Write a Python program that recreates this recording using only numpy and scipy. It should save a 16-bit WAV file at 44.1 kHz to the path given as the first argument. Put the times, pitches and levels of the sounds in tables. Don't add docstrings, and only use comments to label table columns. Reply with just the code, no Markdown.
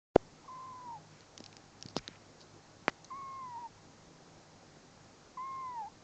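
import sys
import numpy as np
from scipy import signal
from scipy.io import wavfile
from scipy.ndimage import uniform_filter1d

SR = 44100
rng = np.random.default_rng(int(sys.argv[2]) if len(sys.argv) > 2 else 0)


def field_ratio(decibels):
    return 10 ** (np.asarray(decibels, dtype=float) / 20)


def dump_mix(stems):
    frames = np.atleast_2d(stems).T
    limited = np.clip(frames, -1, 1)
    pcm = np.round(limited * 32767).astype(np.int16)
    wavfile.write(sys.argv[1], SR, pcm)


N = 266319


def evened(x):
    return x / np.sqrt(np.mean(x ** 2) + 1e-20)


def read(points, hz):
    f, value = np.transpose(points)
    return np.interp(np.log(hz + 1), np.log(f + 1), value)


def add(mix, s, sound):
    part = mix[round(s * SR):][:len(sound)]
    part += sound[:len(part)]


def resonate(x, hz, width_hz):
    turn = np.exp(2j * np.pi * hz * np.arange(len(x)) / SR)
    r = np.exp(-np.pi * width_hz / SR)
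    return 2 * (turn * signal.lfilter([1 - r], [1, -r], x / turn)).real


def resonate_twice(x, hz, width_hz):
    return resonate(resonate(x, hz, width_hz), hz, width_hz)


def drift(count, size):
    rough = uniform_filter1d(uniform_filter1d(rng.standard_normal(count), size), size)
    return evened(rough - uniform_filter1d(rough, 6 * size))


def rumble_and_hiss():
    # f/Hz, density/dB
    floor = [(30, -31), (48, -3), (70, -17.5), (120, -6.5), (290, -6.5), (460, -9.5), (830, -12),
             (2080, -21), (3000, -25), (4300, -23), (6750, -23), (9500, -26.5)]
    level_db = -57.5 - 0.5
    frames, hz = N // 256 + 5, np.fft.rfftfreq(1024, 1 / SR)
    a, b, patches = rng.standard_normal((frames, 513, 3)).T
    patches = uniform_filter1d(patches, size=10, axis=0)
    patches = evened(uniform_filter1d(patches, size=12, axis=1))
    patchy_db = 1.5 * patches / (1 + hz[:, None] / 1500)
    z = (a + 1j * b) * field_ratio(read(floor, hz)[:, None] + patchy_db)
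    noise = signal.istft(z, nperseg=1024, noverlap=768)[1][:N]
    return field_ratio(level_db) * evened(noise)


def hum():
    # f/Hz, width/Hz, level/dB
    hums = [(101.9, 5.7, -68), (153.6, 16, -68), (791, 9.9, -76.5), (1285, 10, -86.5)]
    return sum(field_ratio(db) * evened(resonate_twice(rng.standard_normal(N), f, w)) for f, w, db in hums)


def clock_buzz():
    # f/Hz, level/dB
    envelope = [(3400, -100), (4000, -85.5), (5300, -84.5), (6900, -89.5), (8300, -91)]
    t, buzz = np.arange(N) / SR, np.zeros(N)
    for hz in 268.15 * np.arange(12, 33):
        level_db = read(envelope, hz) + 0.5 * rng.standard_normal()
        buzz += np.sqrt(2) * field_ratio(level_db) * np.sin(2 * np.pi * hz * t)
    return buzz


def bias_settling():
    return -field_ratio(-46) * np.exp(-np.arange(9000) / SR / .04)


def rattle(length_s, db, hz, width_hz):
    grain_spread_db = 2
    grains = rng.standard_normal(9000) * field_ratio(grain_spread_db * rng.exponential(1, 9000))
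    ring = resonate_twice(grains[:round(length_s * SR)], hz, width_hz)
    return field_ratio(db) * evened(ring) * signal.windows.tukey(len(ring), .3)


def tick(db, hz, broad):
    t60_s = 0.0034 + 0.011 * broad
    t = np.arange(1300) / SR
    snap = rng.standard_normal(len(t)) * field_ratio(-60 * t / t60_s)
    snap[0] = -6
    sound = resonate_twice(snap, hz, 1100) + broad * resonate_twice(snap, 4100, 3700)
    return field_ratio(db) * sound / abs(sound).max()


def knock(db, direction, push_ms, hz):
    damping, w = 0.26, 2 * np.pi * hz
    t = np.arange(2500) / SR
    push = np.sin(np.pi * np.minimum(t * 1000 / push_ms, 1)) ** 2
    spring = signal.bilinear([1, 0, 0], [1, 2 * damping * w, w * w], SR)
    sound = signal.lfilter(*spring, push)
    return np.sign(direction) * field_ratio(db) * sound / abs(sound).max()


def jolt(rise_ms, db, hz, fold_ms):
    decay_turns = .32
    ms = np.arange(900) * 1000 / SR
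    rise = np.interp(ms, [0, rise_ms, rise_ms + fold_ms + .01], [0, .8, 1])
    after_ms = ms - rise_ms - fold_ms
    turns = after_ms * hz / 1000
    swing = np.exp(-np.maximum(turns, 0) / decay_turns) * np.cos(2 * np.pi * turns)
    folding = np.clip(-after_ms / (fold_ms + 1e-6), 0, 1) % 1
    depth = 3.7 - 0.83 * fold_ms
    return field_ratio(db) * (np.where(after_ms < 0, rise, swing) - depth * np.sin(np.pi * folding) ** 1.35)


def handling():
    # t/s, peak/dB, ring/Hz, broad crackle/share; mostly panels under the fingers, the one at 0.158 s
    ticks = [(1.1363, -51.0, 5000, .5), (1.2075, -44.5, 4340, .6), (1.3783, -30.5, 5850, .92),
             (1.4037, -37.0, 4970, .9), (1.4406, -35.5, 5000, .91), (1.4619, -32.5, 4530, .95),
             (1.5281, -42, 4700, .7), (1.568, -34.5, 4900, .9), (1.811, -45.5, 4330, .3),
             (1.8261, -27.5, 5150, .7), (1.8617, -35.0, 4550, .9), (1.8866, -35.5, 4500, .8),
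             (1.9663, -20, 4860, .55), (2.0791, -26, 3900, .01), (2.0793, -38, 6300, .01),
             (2.1582, -46.5, 2600, .1), (2.4073, -43.5, 4200, .3), (2.4147, -41, 4370, .4),
             (3.0454, -40.5, 6000, .3), (.1582, -30, 7700, .8), (2.8822, -24.5, 2450, .1)]
    # t/s, peak/dB, direction/sign, push/ms, rebound/Hz
    knocks = [
        (1.405, -38, 1, 1.54, 220),
        (1.8559, -36.5, 1, 3.4, 130),
        (1.962, -42, 1, 1.3, 200),
        (1.9657, -19, -1, 0.99, 208.5),
        (1.9758, -35.5, -1, 2.6, 119),
        (1.992, -47.5, 1, 6.6, 30),
        (2.086, -41.5, 1, 1.95, 190),
    ]
    # t/s, rise/ms, peak/dB, swing/Hz, fold-over/ms
    jolts = [
        (.158, .02, -14, 400, 0),
        (.159, 2, -7.9, 310, 1.46),
        (2.8812, .09, -15.6, 200, .46),
    ]
    # t/s, length/s, level/dB, ring/Hz, width/Hz
    rattles = [(0.442, 0.016, -61.5, 940, 150), (1.102, 0.16, -70.5, 2190, 2000),
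               (1.527, 0.0038, -56, 2410, 900), (1.894, 0.021, -62, 4800, 2500),
               (1.95, 0.041, -54.5, 4300, 1500), (1.966, 0.0255, -46.5, 4950, 1530),
               (1.9724, 0.024, -51, 1890, 1500), (2.005, .18, -63.5, 1660, 2000),
               (2.0788, .0017, -42, 1750, 600), (2.396, 0.039, -62.5, 4500, 2000),
               (2.8806, 0.021, -43.5, 1090, 2300), (2.882, 0.018, -54, 5000, 3540),
               (3.045, 0.0067, -55.5, 4270, 900), (3.046, .005, -60, 6100, 1210)]
    case = np.zeros(N)
    for s, *row in ticks:
        add(case, s - .0002, tick(*row))
    for s, *row in knocks:
        add(case, s, knock(*row))
    for s, *row in jolts:
        add(case, s, jolt(*row))
    for s, *row in rattles:
        add(case, s, rattle(*row))
    add(case, .1635, bias_settling())
    return case


def room(x):
    t60_s = 0.13
    t = np.arange(SR // 4) / SR
    tail = rng.standard_normal(len(t)) * field_ratio(-60 * t / t60_s) * (t > .003)
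    return signal.fftconvolve(x, tail / np.linalg.norm(tail))[:N]


def mew(pitch, wobble, effort_db, sag_db, second_db, release_ms, shift_hz):
    # t/s, pitch slip/share
    catches = [
        (.495, -.05),
        (.543, -.05),
        (.581, -.09),
        (.665, .05),
        (.737, -.08),
        (.798, -.04),
        (3.218, .035),
        (3.587, .045),
        (5.83, -.03),
        (5.87, .04),
    ]
    # f/Hz, level re 2nd/dB
    third = [(2800, -13), (3100, -27)]
    # f/Hz, gain/dB
    bedding = [(800, -1), (860, 2), (920, 4), (975, -3), (1025, .9), (1075, -.3), (1135, -3.5), (1200, -1)]
    squeak_hz, squeak_ms, catch_ms = 165, 17, 3.4
    attack_db, attack_ms, release_db, closing_db = -20, 6, -9.5, -8

    s, hz = np.transpose(pitch)
    t = np.arange(s[0], s[-1], 1 / SR)
    ms, left_ms = (t - s[0]) * 1000, (s[-1] - t) * 1000
    done = (t - s[0]) / (s[-1] - s[0])
    squeak = np.maximum(1 - ms / squeak_ms, 0)
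    hz = np.interp(t, s, hz) + squeak_hz * squeak
    slips = sum(slip * np.exp(-((t - at) * 1000 / catch_ms) ** 2) for at, slip in catches)
    phase = 2 * np.pi * np.cumsum(hz * (1 + slips + wobble * drift(len(t), size=130))) / SR

    overtones = field_ratio(second_db + closing_db * (done ** 4 + squeak)) * np.sin(2 * phase)
    overtones += field_ratio(second_db + read(third, 3 * hz)) * np.sin(3 * phase)
    tone = field_ratio(read(bedding, hz - shift_hz)) * np.sin(phase) + overtones

    level_db = effort_db + sag_db * done
    level_db += attack_db * np.maximum(1 - ms / attack_ms, 0)
    level_db += release_db * np.maximum(1 - left_ms / release_ms, 0)
    level_db += 50 * wobble * drift(len(t), size=200) - 22 * abs(slips)
    return s[0], np.sqrt(2) * field_ratio(level_db) * tone * signal.windows.tukey(len(t), .02)


def kitten():
    # effort/dB, sag over mew/dB, 2nd harmonic/dB, release/ms, reflection shift by head posture/Hz
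    mews = [
        (-47.5, -0.5, -27, 25, 23),
        (-43.2, -3, -22, 18, 2),
        (-41, -2, -21, 35, -4),
    ]
    wobbles = [.014, .008, .004]
    # t/s, f/Hz
    pitches = [
        [(.474, 1030), (.6, 1042), (.67, 1035), (.79, 1008), (.85, 989), (.89, 946), (.94, 919), (.968, 837),
         (.99, 807)],
        [(3.1, 1016), (3.125, 1036), (3.175, 1122), (3.2, 1089), (3.39, 1067), (3.575, 918), (3.607, 979),
         (3.665, 902), (3.678, 850)],
        [(5.368, 950), (5.4, 1020), (5.455, 1073), (5.61, 1057), (5.74, 973), (5.815, 866), (5.851, 790),
         (5.88, 885), (5.888, 930)],
    ]
    voice = np.zeros(N)
    for pitch, wobble, row in zip(pitches, wobbles, mews):
        add(voice, *mew(pitch, wobble, *row))
    return voice


def scene():
    steady = rumble_and_hiss() + hum() + clock_buzz()
    hands = handling()
    voice = kitten()
    return (voice + field_ratio(-28) * room(voice) + hands + steady)[None]


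def roll_off(x):
    return signal.sosfilt(signal.butter(12, 8990, fs=SR, output="sos"), x)


def record(dry):
    # f/Hz, gain/dB
    edge = [(20, -1.5), (6900, 0.5), (7600, -4), (8300, -14), (8800, -23.5), (9100, -45.5)]
    on_s, fade_s = 0.1512, 0.02
    opening = np.clip((np.arange(N) / SR - on_s) / fade_s + .5, 0, 1) ** 2
    hz = np.linspace(0, SR / 2, 257)
    taps = signal.firwin2(511, hz, field_ratio(read(edge, hz)), fs=SR)
    mix = signal.oaconvolve(dry * opening, taps[None], "same")
    return roll_off(mix)


dry = scene()
out = record(dry)
dump_mix(out)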